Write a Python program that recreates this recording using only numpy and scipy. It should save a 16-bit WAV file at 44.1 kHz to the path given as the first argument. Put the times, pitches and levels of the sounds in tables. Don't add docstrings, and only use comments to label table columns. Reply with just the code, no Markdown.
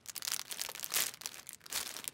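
import sys
import numpy as np
from scipy import signal
from scipy.fft import rfft, irfft, next_fast_len
from scipy.io import wavfile
from scipy.ndimage import uniform_filter1d, map_coordinates

SR = 44100
rng = np.random.default_rng(int(sys.argv[2]) if len(sys.argv) > 2 else 0)


def volts_from_decibels(level):
    exponent = np.asarray(level, float) / 20
    return 10 ** exponent


def unload_audio(sound):
    columns = np.transpose(np.atleast_2d(sound))
    steps = np.round(np.clip(columns, -1, 1) * 32767)
    wavfile.write(sys.argv[1], SR, steps.astype(np.int16))


N = 94329

# start_s [s], energy_db [dB], centre_hz
# [Hz]
CREASE_SNAPS = [(0.06, -23, 6060), (0.0857, -17.5, 6900), (0.0882, -20, 6500), (0.0963, -14.5, 6500),
                (0.0998, -16.5, 6940), (0.154, -25, 3200.0), (0.1623, -18, 9200), (0.165, -13, 5530),
                (0.1787, -11, 11400), (0.2222, -13.5, 4850), (0.2503, -10, 6430), (0.2722, -18, 5300),
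                (0.2765, -20, 3060), (0.2791, -6, 5040), (0.2853, -11.5, 6600), (0.3032, -20.5, 5400.0),
                (0.306, -22.5, 4500.0), (0.3142, -19, 2540), (0.3184, -5.5, 5500), (0.3325, -13.5, 2970),
                (0.3367, -6.5, 8100), (0.3434, -7.5, 9500), (0.364, -10.5, 5830), (0.365, -18, 3860),
                (0.3945, -9.5, 4430),
                (0.4151, -14, 6000), (0.4205, -26, 3950), (0.4558, -29, 3830), (0.481, -24.5, 4500),
                (0.5129, -13, 8150), (0.5188, -14, 9800), (0.5243, -11.5, 4030), (0.5437, -19.5, 6200.0),
                (0.5607, -25, 2170), (0.572, -20, 8900), (0.585, -20, 3520), (0.595, -13, 4020),
                (0.6149, -7, 5130), (0.6208, -14, 6450), (0.637, -16, 10700.0), (0.6496, -12.5, 2950),
                (0.6619, -16, 6360), (0.6661, -18, 5430), (0.69, -19.5, 3050), (0.6921, -21, 1710),
                (0.6994, -17, 4100), (0.7165, -18, 11300), (0.7503, -15.5, 2420), (0.759, -18, 6400),
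                (0.779, -20.5, 3100),
                (0.796, -15, 6760), (0.8095, -22, 6940), (0.8289, -14, 5300), (0.8328, -18.5, 2960),
              (0.8436, -7.5, 13300), (0.8614, -16.5, 6740), (0.9049, -19, 4300), (0.9189, -15, 1320),
              (0.924, -16.5, 6700), (0.9394, -6.5, 5900), (0.9416, -20, 6130), (0.948, -9, 7600),
              (0.955, -26, 9800.0), (0.9591, -6, 12900), (0.97, -13, 2550), (0.974, -6, 8700),
              (0.9931, -7.5, 6400.0), (1.0061, -12.5, 3200), (1.0218, -5, 7300), (1.037, -9.5, 5900),
              (1.0606, -14.5, 7000), (1.067, -8, 8550), (1.0802, -19.0, 6300.0), (1.0833, -17, 4000.0),
              (1.088, -18.5, 2000),
                (1.093, -15.5, 7500), (1.1389, -19, 5650), (1.144, -22.5, 3730), (1.172, -29.5, 2100),
                (1.2113, -20.5, 4500), (1.217, -18, 5550), (1.235, -24, 1780), (1.247, -24, 3580),
                (1.2586, -7.5, 6100), (1.2729, -16.5, 4560), (1.2917, -23.5, 3660), (1.3195, -25.5, 4440),
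                (1.3434, -19.5, 6900), (1.3572, -24.5, 2220), (1.3708, -24, 2280), (1.396, -22.5, 6300),
                (1.43, -30.5, 3620), (1.469, -25, 7440), (1.474, -28.5, 2550), (1.492, -14, 10100),
                (1.507, -26.5, 2100), (1.5315, -18, 9000), (1.5464, -20.5, 7200), (1.606, -36, 1800.0),
                (1.6147, -33, 1700.0),
                (1.64, -29, 1740), (1.6638, -19.0, 5060), (1.7, -24, 3450), (1.7271, -11.5, 7800),
                   (1.7284, -26, 5100.0), (1.7563, -16, 5640), (1.7612, -11, 5170), (1.7706, -12, 7500),
                   (1.7744, -11, 3600), (1.777, -11.5, 4430), (1.7813, -11, 7100), (1.8293, -15, 4620),
                   (1.8324, -22, 3860), (1.861, -18.5, 3900), (1.869, -15.5, 5160), (1.892, -16, 7300),
                   (1.914, -19, 6050), (1.9405, -19, 9200), (1.9657, -13.5, 5230), (2.0426, -15, 3540),
                   (2.054, -24, 3370), (2.0781, -6.5, 9600)]
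# start_s [s], energy_db [dB], centre_hz [Hz]
FURTHER_SNAPS = [
    (0.274, -14, 4860),
    (0.3272, -18, 8000),
    (1.2584, -36, 9350),
                 (0.0117, -44.5, 5200), (0.0678, -46, 2500), (0.0768, -28, 6500), (0.197, -31, 1390),
               (.2315, -23, 4700), (.2985, -34, 6000), (.3258, -29, 8000), (0.4518, -28, 1510),
               (.462, -34, 3000), (.471, -31, 5300), (0.4918, -32, 5000), (0.4955, -29, 4100),
               (0.5007, -22, 2600), (.5052, -25.5, 2220), (.533, -25, 1500), (0.5387, -26, 5300),
               (0.5808, -27.5, 1200), (0.6043, -19, 8450), (.6094, -19, 7700), (.6178, -13, 8200),
               (0.7066, -32, 5300), (0.773, -25.5, 1600), (0.7857, -27.5, 1600), (.8705, -27, 2960),
               (.882, -33.5, 6400), (0.8992, -27, 1300), (0.909, -29, 4700), (.9555, -14, 9000),
               (0.9873, -9.5, 1940), (1.011, -10.5, 4500), (1.0413, -18, 7000), (1.053, -23, 2900),
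               (1.0693, -18, 4970), (1.1108, -31, 4000), (1.1179, -33, 9000), (1.1572, -37, 3620),
               (1.3325, -28, 6940), (1.354, -29, 6500), (1.3815, -25.5, 9000), (1.3927, -26.5, 1380),
               (1.398, -24, 6000), (1.4205, -40, 6960), (1.46, -34, 2000), (1.5237, -32, 2180),
               (1.6582, -27.5, 1300), (1.705, -29, 4730), (1.72, -39, 5000), (1.7403, -20.5, 10100),
               (1.7424, -22, 5300), (1.7534, -17.5, 7000), (1.7843, -16.5, 4400), (1.8033, -16, 8000),
               (1.8079, -16, 9700), (1.8107, -17, 5100), (1.8143, -17, 8500), (1.853, -25, 4500),
               (1.877, -18, 10000), (1.961, -25, 1100), (1.9889, -19, 3330), (2.089, -38, 4000),
                 (1.006, -7, 13000),
    (1.735, -24, 6000),
    (1.975, -27, 12000),
    (1.998, -30, 2980),
    (2.137, -35, 4500),
]
# start_s [s], energy_db [dB], pitch_hz [Hz]
PANEL_POPS = [(.154, -29.5, 770), (.223, -25.5, 820), (.394, -25, 1000), (.526, -25, 380), (.65, -30, 600),
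              (.688, -18, 925), (.692, -17, 486), (.7, -33, 510), (.83, -27, 640), (1.211, -27.5, 700),
              (1.245, -25.5, 300), (1.257, -24, 940), (1.261, -23.5, 432), (1.272, -42, 218),
              (1.987, -27, 407), (1.995, -20, 200), (2.08, -27, 353), (2.087, -26, 280)]
# start_s [s], level_db [dB]
DRAG_LEVEL = [(.04, -72), (.14, -68.5), (.3, -55), (0.438, -68), (0.528, -53), (.74, -64.5), (0.944, -53),
              (0.961, -39.5), (1.029, -41.5), (1.194, -73), (1.268, -58), (1.389, -54), (1.45, -70.5),
              (1.67, -73.5), (1.738, -43.5), (1.82, -48.5), (2.001, -52.5), (2.06, -65)]
# frequency_hz [Hz], level_db [dB]
FILM_COLOUR = [(100, 0), (400, 9.5), (1200, 7.5), (5000, 2), (16000, -1.5)]
# frequency_hz [Hz], level_db [dB per Hz]
SLIDE_SPECTRUM = [(100, -3.5), (400, 1), (1500, 3.5), (5000, -2), (16000, -12.5)]
# frequency_hz [Hz], t60_s [s]
ROOM_T60 = [(300, 0.26), (3000, 0.078), (14000, 0.049)]
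# frequency_hz [Hz], level_db [dB per Hz]
AIR_SPECTRUM = [(20, -12), (60, -3), (150, 2), (400, -9.5), (1000, -29), (5000, -47), (16000, -65)]

SMALL_HZ = 4500


def unit(x):
    return x / np.sqrt(np.mean(x ** 2) + 1e-20)


def along(points, hz):
    f, v = np.transpose(points)
    return np.interp(np.log(hz + 1), np.log(f + 1), v)


def filtered(x, response):
    m = next_fast_len(N + 8192)
    return irfft(rfft(x, m) * response(np.fft.rfftfreq(m, 1 / SR)), m)[:N]


def wobble(rate):
    knots = rng.standard_normal(int(N * rate / SR) + 4)
    return map_coordinates(knots, [np.arange(N) * rate / SR])


def noise(points):
    return unit(filtered(rng.standard_normal(N), lambda hz: volts_from_decibels(along(points, hz))))


def snaps(s, energy_db, centre_hz, size=512, lead=64):
    t60_s, tick = 0.0032, 2.1
    octaves_below, octaves_above, octaves_per_db = 1.49, 2.58, -0.02
    panel_db, panel_octaves = 9, .35
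    spread_s = 0.001109
    t, hz = np.arange(size) / SR, np.fft.rfftfreq(size, 1 / SR) + 1
    energy, centre = energy_db[:, None], centre_hz[:, None]
    draw = rng.standard_normal((len(s), size + 2))

    decay_s = t60_s * np.exp(draw[:, -1:] / 5) * np.sqrt(SMALL_HZ / centre)
    age = np.log(1000) * t / decay_s
    burst = draw[:, :size] * (age * np.exp(-age) + tick * np.exp(-age * 5))
    spectrum = rfft(burst)
    even = spectrum / np.sqrt(uniform_filter1d(np.abs(spectrum) ** 2, size=49, axis=1) + 1e-9)

    away = np.log2(hz / centre)
    reach = np.where(away > 0, np.clip(octaves_above + octaves_per_db * energy, 1, 10), octaves_below)
    panel = panel_db * np.exp(-(away / panel_octaves) ** 2)
    colour = volts_from_decibels(along(FILM_COLOUR, hz) - 3.53 * (away / reach) ** 2 + panel)

    distance = spread_s * np.exp(0.399 * draw[:, -2:-1])
    travel = distance * 2 * (np.sqrt(1000 * (hz + 200)) - hz / 8)
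    wave = irfft(even * colour * np.exp(-2j * np.pi * (travel + hz * lead / SR)), size)
    wave *= (volts_from_decibels(energy_db) / np.linalg.norm(wave, axis=1))[:, None]
    at = np.round(s * SR).astype(int)[:, None] + np.arange(size)
    return np.bincount(at.ravel(), wave.ravel(), N + 2 * size)[lead:N + lead]


def creases(count=3):
    snap_db, after_db, after_scatter_db, after_s = -0.5, -20, 3, .003
    clear = CREASE_SNAPS
    s, db, hz = np.transpose(clear + FURTHER_SNAPS)
    draw = rng.standard_normal((3, len(s), count))
    later = s[:, None] + after_s * (draw[0] ** 2 + 0.45)
    weaker_db = db[:, None] + after_db + after_scatter_db * draw[2]
    pitch = hz[:, None] * 2 ** (draw[1] / 2)
    after = snaps(np.clip(later.ravel(), 0, N / SR), weaker_db.ravel(), pitch.ravel())
    return snaps(s, db + snap_db, hz) + after


def pops(size=1024):
    cycles, roughness = 4.5, .7
    out, t = np.zeros(N + size), np.arange(size) / SR
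    for s, db, hz in PANEL_POPS:
        rough = 1 + roughness * unit(uniform_filter1d(rng.standard_normal(size), size=128))
        ring = np.sin(2 * np.pi * hz * t) * rough
        wave = np.gradient(ring * t * volts_from_decibels(-60 * t * hz / cycles))
        out[round(s * SR):][:size] += volts_from_decibels(db) * wave / np.linalg.norm(wave)
    return out[:N]


def drag():
    return np.interp(np.arange(N) / SR, *np.transpose(DRAG_LEVEL))


def small_snaps(drag_db, count=2400):
    small_db, scatter_db, octaves = 8, 4, .8
    draw = rng.random((count, 4))
    s = draw[:, 0] * (N - 1) / SR
    drag_then = drag_db[(s * SR).astype(int)]
    size_db = -scatter_db * np.log(draw[:, 1] * .97 + .03)
    spread = octaves * 2 * (draw[:, 2] + draw[:, 3] - 1)
    pitch = SMALL_HZ * 2 ** (spread + (drag_then + 45.5) / 30)
    return snaps(s, drag_then + size_db + small_db, pitch)


def sliding(drag_db):
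    slide_db, grows, wobble_db, brightens = -9, 1, 3.5, 0.99
    unsteady = wobble(44.97) / 2 + 1.46 * wobble(220)
    swell = grows * (drag_db + 53.0) - 48.0 + wobble_db * unsteady
    slide = noise(SLIDE_SPECTRUM)
    dull = filtered(slide, lambda hz: 1 / (1 + (hz / 5000) ** 2))
    bright = volts_from_decibels(brightens * (drag_db + 54)) * (slide - dull)
    return volts_from_decibels(slide_db + swell) * (dull + bright)


def rustle():
    drag_db = drag()
    return small_snaps(drag_db) + sliding(drag_db)


def card():
    card_db, grows, card_hz, lumps_db = -63.5, 1.17, 280, 3
    response = lambda f: f * card_hz / np.abs(card_hz ** 2 - f * f + 1.3j * f * card_hz)
    body = unit(filtered(rng.standard_normal(N), response))
    return volts_from_decibels(card_db + grows * (drag() + 50) / 2 + lumps_db * wobble(25)) * body


def room(x, piece=4096):
    wall_s = 0.0076
    out = np.zeros(N + SR)
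    for start in range(0, N, piece):
        hz, t, z = signal.stft(rng.standard_normal(SR // 4), SR, nperseg=128)
        decay = volts_from_decibels(-60 * t / along(ROOM_T60, hz)[:, None])
        tail = signal.istft(z * decay, SR, nperseg=128)[1]
        tail *= np.clip(np.arange(len(tail)) / SR / wall_s, .25, 1) ** 2
        wet = signal.fftconvolve(x[start:start + piece], tail / np.linalg.norm(tail))
        out[start:start + len(wet)] += wet
    return out[:N]


def air():
    return volts_from_decibels(-68) * noise(AIR_SPECTRUM)


def scene():
    sleeve = creases() + pops() + rustle() + card()
    return (sleeve + volts_from_decibels(-17.5) * room(sleeve) + air())[None]


def band_limit(x):
    return signal.sosfilt(signal.butter(12, 17150, fs=SR, output="sos"), x)


def record(dry):
    shelf_hz, shelf_db, top_hz = 15950, 20, 17000
    quiet_hz, quiet_db = 12300, -79
    edge = lambda hz, limit: np.clip((limit - hz) / 200, 0, 1)
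    main = filtered(dry[0], lambda hz: edge(hz, shelf_hz) * hz ** 2 / (hz ** 2 + 40 ** 2))

    high = main - filtered(main, lambda hz: edge(hz, quiet_hz))
    faint = uniform_filter1d(high ** 2, size=512) < volts_from_decibels(2 * quiet_db)
    main = main - high * uniform_filter1d(faint * 1., size=256)

    top = filtered(dry[0], lambda hz: edge(hz, top_hz) - edge(hz, shelf_hz))
    usual = uniform_filter1d(top ** 2, size=2048)
    stands_out = uniform_filter1d(top ** 2, size=64) > volts_from_decibels(shelf_db) * usual
    mix = main + top * uniform_filter1d(stands_out * 1., size=128)
    return band_limit(mix[None])


dry = scene()
out = record(dry)
unload_audio(out)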